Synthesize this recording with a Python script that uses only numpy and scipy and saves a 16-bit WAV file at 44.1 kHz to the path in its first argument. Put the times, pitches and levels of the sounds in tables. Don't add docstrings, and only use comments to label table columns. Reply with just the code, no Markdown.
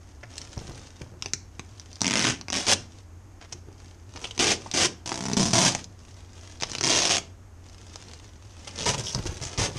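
import sys
import numpy as np
from scipy import signal
from scipy.fft import rfft, irfft
from scipy.io import wavfile
from scipy.ndimage import uniform_filter1d, map_coordinates

SR = 44100
rng = np.random.default_rng(int(sys.argv[2]) if len(sys.argv) > 2 else 0)


def unload_wav(signal):
    wavfile.write(
        sys.argv[1],
        SR,
        np.round(np.clip(np.atleast_2d(signal).T, -1, 1) * 32767).astype(np.int16),
    )


N = 431298

# (start [s], length [s], rip fade [s], rip level [dB], rip swell [dB], drumming level [dB],
# drumming swell [dB], first slip rate [1/s], last slip rate [1/s])
PULLS = [ (2.0327, 0.26, 0.18, -29, 6.5, -36, 6, 89.4, 394),
         (2.5237, 0.048, 0.51, -28, 0.5, -40, 7.5, 168, 380),
         (2.667, 0.067, 0.039, -24.5, 7, -34, 1.5, 450, 324),
         (4.392, 0.13, .11, -22.5, -0.5, -28, -3, 570, 980),
         (4.738, 0.12, 0.064, -26, 6.5, -32, 1.5, 535, 980),
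         (5.059, 0.26, 0.6, -34, -5, -42, 11.5, 60.2, 69.3),
         (5.368, 0.14, 0.2, -23.5, -8, -20.5, -12.5, 113, 147),
         (5.532, 0.15, 0.19, -22, 2, -25, -2.5, 204, 796),
         (6.8307, .06, .1, -24, -1, -33.5, -0.5, 129, 169),
         (6.896, 0.2, 0.14, -22, -4, -32, -5.5, 330, 110),
         (7.101, 0.078, 0.065, -21.5, -3, -45.5, 7.5, 312, 55),
         (8.779, .065, 0.054, -35.5, 1.5, -42.5, -1, 110, 140),
         (8.857, 0.039, 0.13, -26, 2.5, -29.5, -5, 670, 480),
         (9.577, 0.082, 0.1, -28.5, 1, -32.5, -2.5, 650, 555), ]
# (panel pitch [Hz], panel level [dB], drumming bass cut [Hz],
# strip resonance [Hz], its boost [dB], relative collar ring [dB], rasp of one slip [s])
GRIPS = [ (322, -4.5, 130, 2000, 6, -6, 0.00096), (262, -2, 140, 3300, 0.5, -7.5, 0.00088),
         (483, -5, 80, 5200, -1, 1.5, 0.00079), (363, 9, 99, 2800, 3, -5, .002),
         (332, 5, 45, 2200, 0.5, -6, .002), (180, 3, 58, 2200, -3, 5.5, 0.003),
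         (183, 5, 26, 1700, -10, 1, 0.0059), (200, -10, 66, 1860, -3.5, 5.5, 0.0018),
         (260, 4, 130, 4900, 4, 1.5, 0.00092), (607, -0.5, 230, 3800, 4, 2.5, 0.0021),
         (517, -21, 190, 3100, 4, 2.5, 0.0023), (476, -5, 66, 4000, 3.5, -7, .0007),
         (470, -2, 65, 800, 1, 7.5, .0013), (513, 0, 99, 2300, -0.5, 2.5, 0.0021), ]
# (time [s], strength [dB], tick boost [dB], knock boost [dB])
SNAPS = [(0.3806, -31.5, -27, -9), (0.416, -38, -8, -3), (.578, -40, 5, 9), (1.2234, -27, -5, -8),
         (1.2595, -30, 2.5, 1.5), (1.335, -20, -8.5, -6), (1.595, -37.5, 8, 10.5),
         (1.7971, -38.5, -19, -15), (1.93, -43, -34, -16), (1.957, -41, -23, -21), (2.0075, -32, -8, -6),
         (2.0166, -18.5, -4.5, -1.5), (2.067, -23, -13, 4), (2.412, -35.5, -2, -11), (2.4837, -36, 8, 5),
         (2.5019, -27.5, -1, -2), (4.378, -32.5, 1, 4), (4.714, -29, -8, -23), (5.1182, -33, 12, 11),
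         (5.2636, -31.5, -2, 5.5), (5.3333, -24, -9, 11), (5.7497, -23.5, 3, -2.5), (5.843, -37, -20, -17),
         (6.6013, -41, -4, -9), (6.6115, -34.5, -3, -18), (6.6233, -28, 4, 4.5), (6.634, -23.5, 3, -14),
         (6.7168, -30.5, -7, 3), (6.751, -28.5, 3, 0.5), (6.7842, -29, -4, 0), (6.8102, -24.5, -1, -4),
         (7.0199, -24, -3, -23), (7.9582, -36.5, 1, -20), (8.135, -42, -2, -20), (9.1482, -23.5, -5, -4)]
# (start [s], length [s], level [dB], squeak pitch [Hz], squeak boost [dB], treble tilt [dB/octave])
SCRAPES = [(0.231, 0.018, -40.5, 1880, 15, -7), (1.012, 0.0092, -40, 2230, 9, -1),
           (3.407, 0.061, -48, 1400, 6, -4), (3.523, 0.013, -33.5, 6050, 9.5, -0.5),
           (4.16, 0.019, -38.5, 4740, 8, -5.5), (4.242, 0.019, -30, 3170, 11, -1.5),
           (4.309, 0.0075, -31.5, 3120, 14, 0.5), (4.661, 0.011, -35.5, 940, 20, -11),
           (8.672, 0.016, -35.5, 3470, -1.5, -0.5), (8.935, 0.021, -26.5, 980, 5, -2),
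           (8.979, 0.028, -29.5, 5700, 0, 4), (9.037, 0.14, -32, 5200, 15.5, 11),
           (9.063, 0.052, -37.5, 3220, 34, 3), (9.26, 0.025, -32.5, 5500, 3, 1),
           (9.42, 0.072, -35, 6070, 6, 1.5)]
# (middle [s], length [s], level [dB])
STROKES = [(0.096, .3, -66.5), (.37, 0.13, -54), (0.635, 0.44, -51.5), (0.955, 0.35, -63.5),
           (1.267, 0.11, -56.5), (1.908, 0.65, -60), (2.964, 0.11, -59), (3.517, 0.16, -66),
           (3.845, .26, -60.5), (4.247, 0.24, -50.5), (4.675, 0.44, -53), (5.792, 0.086, -47),
           (6.11, 0.32, -59.5), (6.46, 0.27, -55), (6.733, 0.21, -44.5), (7.703, 0.16, -61),
           (8.035, 0.5, -54.5), (8.505, 0.27, -63), (8.884, 0.35, -45.5), (9.396, 1, -48),
           (9.78, 0.039, -43)]
# (time [s], level [dB], leaning time [s])
BUMPS = [(.565, -34.5, 0.02), (0.688, -38.5, 0.013), (1.008, -39.5, 0.01), (1.111, -51, .04),
         (3.522, -45, 0.015), (3.67, -48, 0.017), (3.79, -49, .02), (4.15, -46.5, 0.038), (8.86, -35, .08),
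         (8.975, -41.5, .02), (9.148, -30.5, 0.029), (9.255, -37, 0.033), (9.412, -37.5, 0.012),
         (9.58, -31, 0.059), (9.755, -30, .03)]
# (pitch [Hz], width [Hz], relative level [dB])
DUCT_MODES = [(97, 15, -0.5), (130, 14, 2), (185.4, 28, -1.5), (251.6, 33, -2.5), (292, 31, -8.5),
              (336, 25, -3), (404, 22, -5)]
COLLAR_MODES = [(614, 47, -6), (663, 44, 5), (790, 82, -12), (867, 78, 0.5), (990, 110, -0.5),
                (1280, 95, -21), (1800, 160, -17)]
# (frequency [Hz], relative level [dB])
TAPE_TONE = [(200, -13), (600, 0.5), (1200, -3), (2000, -4), (3200, -0.5), (4200, -5), (5000, -0.5),
             (6400, 0), (7000, -6), (9000, -10.5), (10500, -22.5), (11500, -27.5), (13500, -47.5),
             (15000, -10)]
CRACK_TONE = [(900, -30), (2600, -15), (3700, -7), (5000, -1), (6100, 1), (6800, -10), (8500, -17),
              (11000, -33), (15000, -46)]
TICK_TONE = [(250, -1), (750, 16.5), (1600, 8), (2600, 12.5), (4500, -22), (9000, -64)]
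BRUSH_TONE = [(200, 10), (800, 3), (1500, -2.5), (3000, 0), (4100, -3.5), (5200, -1.5), (6500, 1),
              (7200, -5), (9500, -11.5), (11500, -34.5), (14000, -54)]
THUD_TONE = [(8, -31), (25, -10), (60, -2.5), (120, 2.5), (200, -10), (350, -10.5), (700, -19.5),
             (1500, -27.5), (4000, -51.5)]
# (frequency [Hz], relative level [dB])
BACKGROUND_TONE = [(15, -17), (28, -7), (55, -6.5), (100, -5), (150, -18.5), (300, -14.5), (500, -24.5),
                   (800, -24.5), (2000, -32.5), (4000, -42), (6400, -35), (9500, -45.5), (11000, -48.5),
                   (13500, -51)]
# (pitch [Hz], waver rate [1/s], level [dB])
BACKGROUND_BANDS = [(90.2, 14, -49.5), (54.1, 4.2, -60), (241, 12, -71), (6500, 210, -74.5)]
# (frequency [Hz], time to drop 60 dB [s])
ECHO_FADES = [(100, 0.8), (500, 0.38), (2500, 0.3), (6000, 0.29), (12000, 0.2)]

PULL_ATTACK_S, DRUM_FADE_S = 0.0023, 0.24
UNEVEN_DB, UNEVEN_PER_S = 1.0, 47.8
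FOIL_HZ, FOIL_DB = 6000, 1.5
BREAK_DB, BREAK_TICK_DB, BREAK_KNOCK_DB = -3, -4.5, 1.5
SNAP_FADE_S, SNAP_EDGE = 0.0061, 0.55
CREASES_PER_S, CREASE_SPREAD_DB = 55, 8.5
BRUSH_DB, BRIGHT_CREASE_DB, DRY_CREASE_DB = 1.5, -3.5, 1
BUMP_ATTACK_S, BUMP_FADE_S = 0.0027, 0.34


def tearing():
    out, t = np.zeros(N), np.arange(2 * SR // 3) / SR
    collar = ringing(COLLAR_MODES)
    for pull, grip in zip(PULLS, GRIPS):
        start, length, fade, rip_db, swell_db, drum_db, drum_swell_db, first_rate, last_rate = pull
        panel_hz, panel_db, low_hz, strip_hz, strip_db, collar_db, rasp = grip
        progress = np.minimum(t / length, 1)
        uneven_db = UNEVEN_DB * wobble(UNEVEN_PER_S, len(t))
        rip = amp(rip_db + swell_db * progress + uneven_db) * envelope(t, PULL_ATTACK_S, length, fade)
        drum = amp(drum_db + drum_swell_db * progress) * envelope(t, PULL_ATTACK_S, length, DRUM_FADE_S)
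        rate = first_rate * (last_rate / first_rate) ** (progress ** 2.2)
        tugs = slips(rate, jitter_s=0.0008, spread_db=3)
        crackle = frayed(tugs, life_s=rasp, amount=1.3)
        strip = response(lambda hz: along(TAPE_TONE, hz) + strip_db * hump(hz, strip_hz, 0.56)
                         + FOIL_DB * hump(hz, FOIL_HZ, 0.27))
        bass_cut = signal.butter(N=2, Wn=low_hz, btype="high", fs=SR)
        duct = signal.lfilter(*bass_cut, ringing(DUCT_MODES + [(panel_hz, 100, panel_db)]))
        sound = rip * steady(through(crackle, bending(strip, delay_s=0.000805)))
        sound += drum * steady(through(tugs, duct))
        sound += amp(collar_db - 8.5) * np.sqrt(rip * drum) * steady(through(tugs, collar))
        add(out, start, sound)
    return out


def snaps():
    out, t = np.zeros(N), np.arange(SR // 5) / SR
    crack = bending(colour(CRACK_TONE), delay_s=0.00123)
    tick = bending(colour(TICK_TONE), delay_s=0.00062)
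    knock = ringing(DUCT_MODES)
    breaks = [(start, rip_db + BREAK_DB, BREAK_TICK_DB, BREAK_KNOCK_DB)
              for start, _, _, rip_db, *_ in PULLS]
    for start, db, tick_db, knock_db in SNAPS + breaks:
        burst = amp(-60 * t / SNAP_FADE_S) * rng.standard_normal(len(t))
        burst /= np.linalg.norm(burst)
        burst[0] += SNAP_EDGE
        parts = [(crack, -16.5), (tick, tick_db - 22.5), (knock, knock_db - 23)]
        sound = sum(amp(db + part_db) * unit(through(burst, part)) for part, part_db in parts)
        add(out, start - 0.0005, sound)
    return out


def scrapes():
    out, t = np.zeros(N), np.arange(SR // 5) / SR
    for start, length, db, squeak_hz, boost_db, tilt_db in SCRAPES:
        progress = np.minimum(t / length, 1)
        stroke = np.sqrt(np.abs(np.sin(np.pi * progress ** 0.42)))
        catches = slips(np.full(len(t), 700), jitter_s=0.0011, spread_db=9.5)
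        chatter = frayed(catches, life_s=0.0019, amount=1.2)
        surface = response(lambda hz: along(TAPE_TONE, hz) + boost_db * hump(hz, squeak_hz, 0.28)
                           + tilt_db * np.log2(1 + hz / 700))
        add(out, start, amp(db) * stroke * steady(through(chatter, surface), span_s=0.014))
    return out


def rustle():
    t = np.arange(N) / SR
    level = sum(amp(db) * np.exp(-(2 * (t - middle) / length) ** 2) for middle, length, db in STROKES)
    brush = through(rng.standard_normal(N), colour(BRUSH_TONE))
    sound = brush * amp(BRUSH_DB + 2.2 * wobble(30, N))
    for tone, db in [(CRACK_TONE, BRIGHT_CREASE_DB), (TAPE_TONE, DRY_CREASE_DB)]:
        pops = slips(np.full(N, CREASES_PER_S), jitter_s=0.03, spread_db=CREASE_SPREAD_DB)
        creases = frayed(pops, life_s=0.0012, amount=1.5)
        sheet = bending(colour(tone), delay_s=0.00119)
        sound += amp(db) * steady(through(creases, sheet), span_s=0.043)
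    return level * sound


def hand_bumps():
    t = np.arange(N) / SR
    level = sum(amp(db) * envelope(t - start, BUMP_ATTACK_S, lean, BUMP_FADE_S)
                for start, db, lean in BUMPS)
    shifts = slips(np.full(N, 45), jitter_s=0.015, spread_db=0.5)
    lumps = frayed(shifts, life_s=0.0051, amount=1.5)
    return level * steady(through(lumps, colour(THUD_TONE)), span_s=0.066)


def ceiling_space(x):
    out, size = x.copy(), SR // 5
    for start in range(0, N, size):
        add(out, start / SR, signal.fftconvolve(x[start:start + size], wall_echoes()))
    return out


def wall_echoes():
    hz, t, noise = signal.stft(rng.standard_normal(SR // 3), SR, nperseg=256)
    fading = amp(-60 * t / along(ECHO_FADES, hz)[:, None])
    _, tail = signal.istft(noise * fading, SR, nperseg=256)
    t = np.arange(len(tail)) / SR
    early = rng.standard_normal(len(t)) * amp(-60 * t / 0.041) * (t > 0.002)
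    return amp(-7) * early / np.linalg.norm(early) + amp(-14) * tail / np.linalg.norm(tail)


def background():
    t = np.arange(N) / SR
    sound = amp(-51.5) * through(rng.standard_normal(N), colour(BACKGROUND_TONE))
    for hz, waver_rate, db in BACKGROUND_BANDS:
        phase = 2 * np.pi * hz * t + 1.7 * wobble(waver_rate, N)
        loudness = amp(1.3 * wobble(waver_rate, N))
        sound += amp(db) * unit(loudness * np.sin(phase))
    return sound


def slips(rate, jitter_s, spread_db):
    count = np.cumsum(rate) / SR
    timing, strength, direction = rng.standard_normal((int(count[-1]), 3)).T
    where = np.searchsorted(count, np.arange(len(timing))) + jitter_s * SR * timing
    sizes = amp(spread_db * strength.clip(-2, 2)) * np.sign(direction)
    return np.bincount(where.astype(int) % len(rate), sizes, len(rate))


def frayed(kicks, life_s, amount):
    spray = np.exp(-np.arange(SR // 20) / (life_s * SR))
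    power = np.abs(through(kicks ** 2, spray / spray.sum()))
    return kicks + amount * np.sqrt(power) * rng.standard_normal(len(kicks))


def bending(ring, delay_s):
    khz = np.fft.rfftfreq(len(ring), 1 / SR) / 1000
    phase_lag = 4000 * np.pi * delay_s * np.sqrt(khz)
    return irfft(rfft(ring) * np.exp(-1j * phase_lag))


def ringing(modes):
    def db_at(f):
        power = sum(amp(db) ** 2 * (f * width) ** 2 / ((hz ** 2 - f ** 2) ** 2 + (f * width) ** 2)
                    for hz, width, db in modes)
        rolloff_hz = 2 * max(hz for hz, _, _ in modes)
        return 10 * np.log10(1e-12 + power / (1 + (f / rolloff_hz) ** 2))
    return response(db_at, size=8192)


def colour(tone):
    return response(lambda hz: along(tone, hz))


def response(db_at, size=4096):
    gain = amp(db_at(np.fft.rfftfreq(size, 1 / SR)))
    cepstrum = irfft(np.log(gain + 1e-6))
    cepstrum[1:size // 2] *= 2
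    cepstrum[size // 2 + 1:] = 0
    ring = irfft(np.exp(rfft(cepstrum)))
    return ring / np.linalg.norm(ring)


def through(x, ring):
    return signal.fftconvolve(x, ring)[:len(x)]


def steady(x, span_s=0.025):
    size = int(span_s * SR)
    power = np.abs(uniform_filter1d(uniform_filter1d(x ** 2, size), size))
    return x / np.sqrt(power + 0.0081 * np.mean(x ** 2))


def envelope(t, attack_s, hold_s, fade_s):
    return np.clip(t / attack_s, 0, 1) * amp(-60 * np.maximum(t - hold_s, 0) / fade_s)


def wobble(rate, size):
    points = rng.standard_normal(int(size * rate / SR) + 4)
    return map_coordinates(points, [np.arange(size) * rate / SR])


def hump(hz, centre, width):
    return np.exp(-(np.log((hz + 1) / centre) / width) ** 2)


def along(points, hz):
    frequencies, values = np.transpose(points)
    return np.interp(np.log(hz + 1), np.log(frequencies + 1), values)


def add(track, time_s, x):
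    start = max(round(time_s * SR), 0)
    track[start:start + len(x)] += x[:max(len(track) - start, 0)]


def amp(db):
    return 10 ** (np.asarray(db) / 20)


def unit(x):
    return x / np.sqrt(np.mean(x ** 2) + 1e-20)


def scene():
    work = tearing() + snaps() + scrapes() + rustle() + hand_bumps()
    return (ceiling_space(work) + background())[None]


def record(dry):
    peak_limit, top_hz = 0.6, 13600
    rounded = dry / (1 + np.abs(dry / peak_limit) ** 8) ** (1 / 8)
    return signal.sosfilt(signal.butter(N=16, Wn=top_hz, fs=SR, output="sos"), rounded)


dry = scene()
out = record(dry)
unload_wav(out)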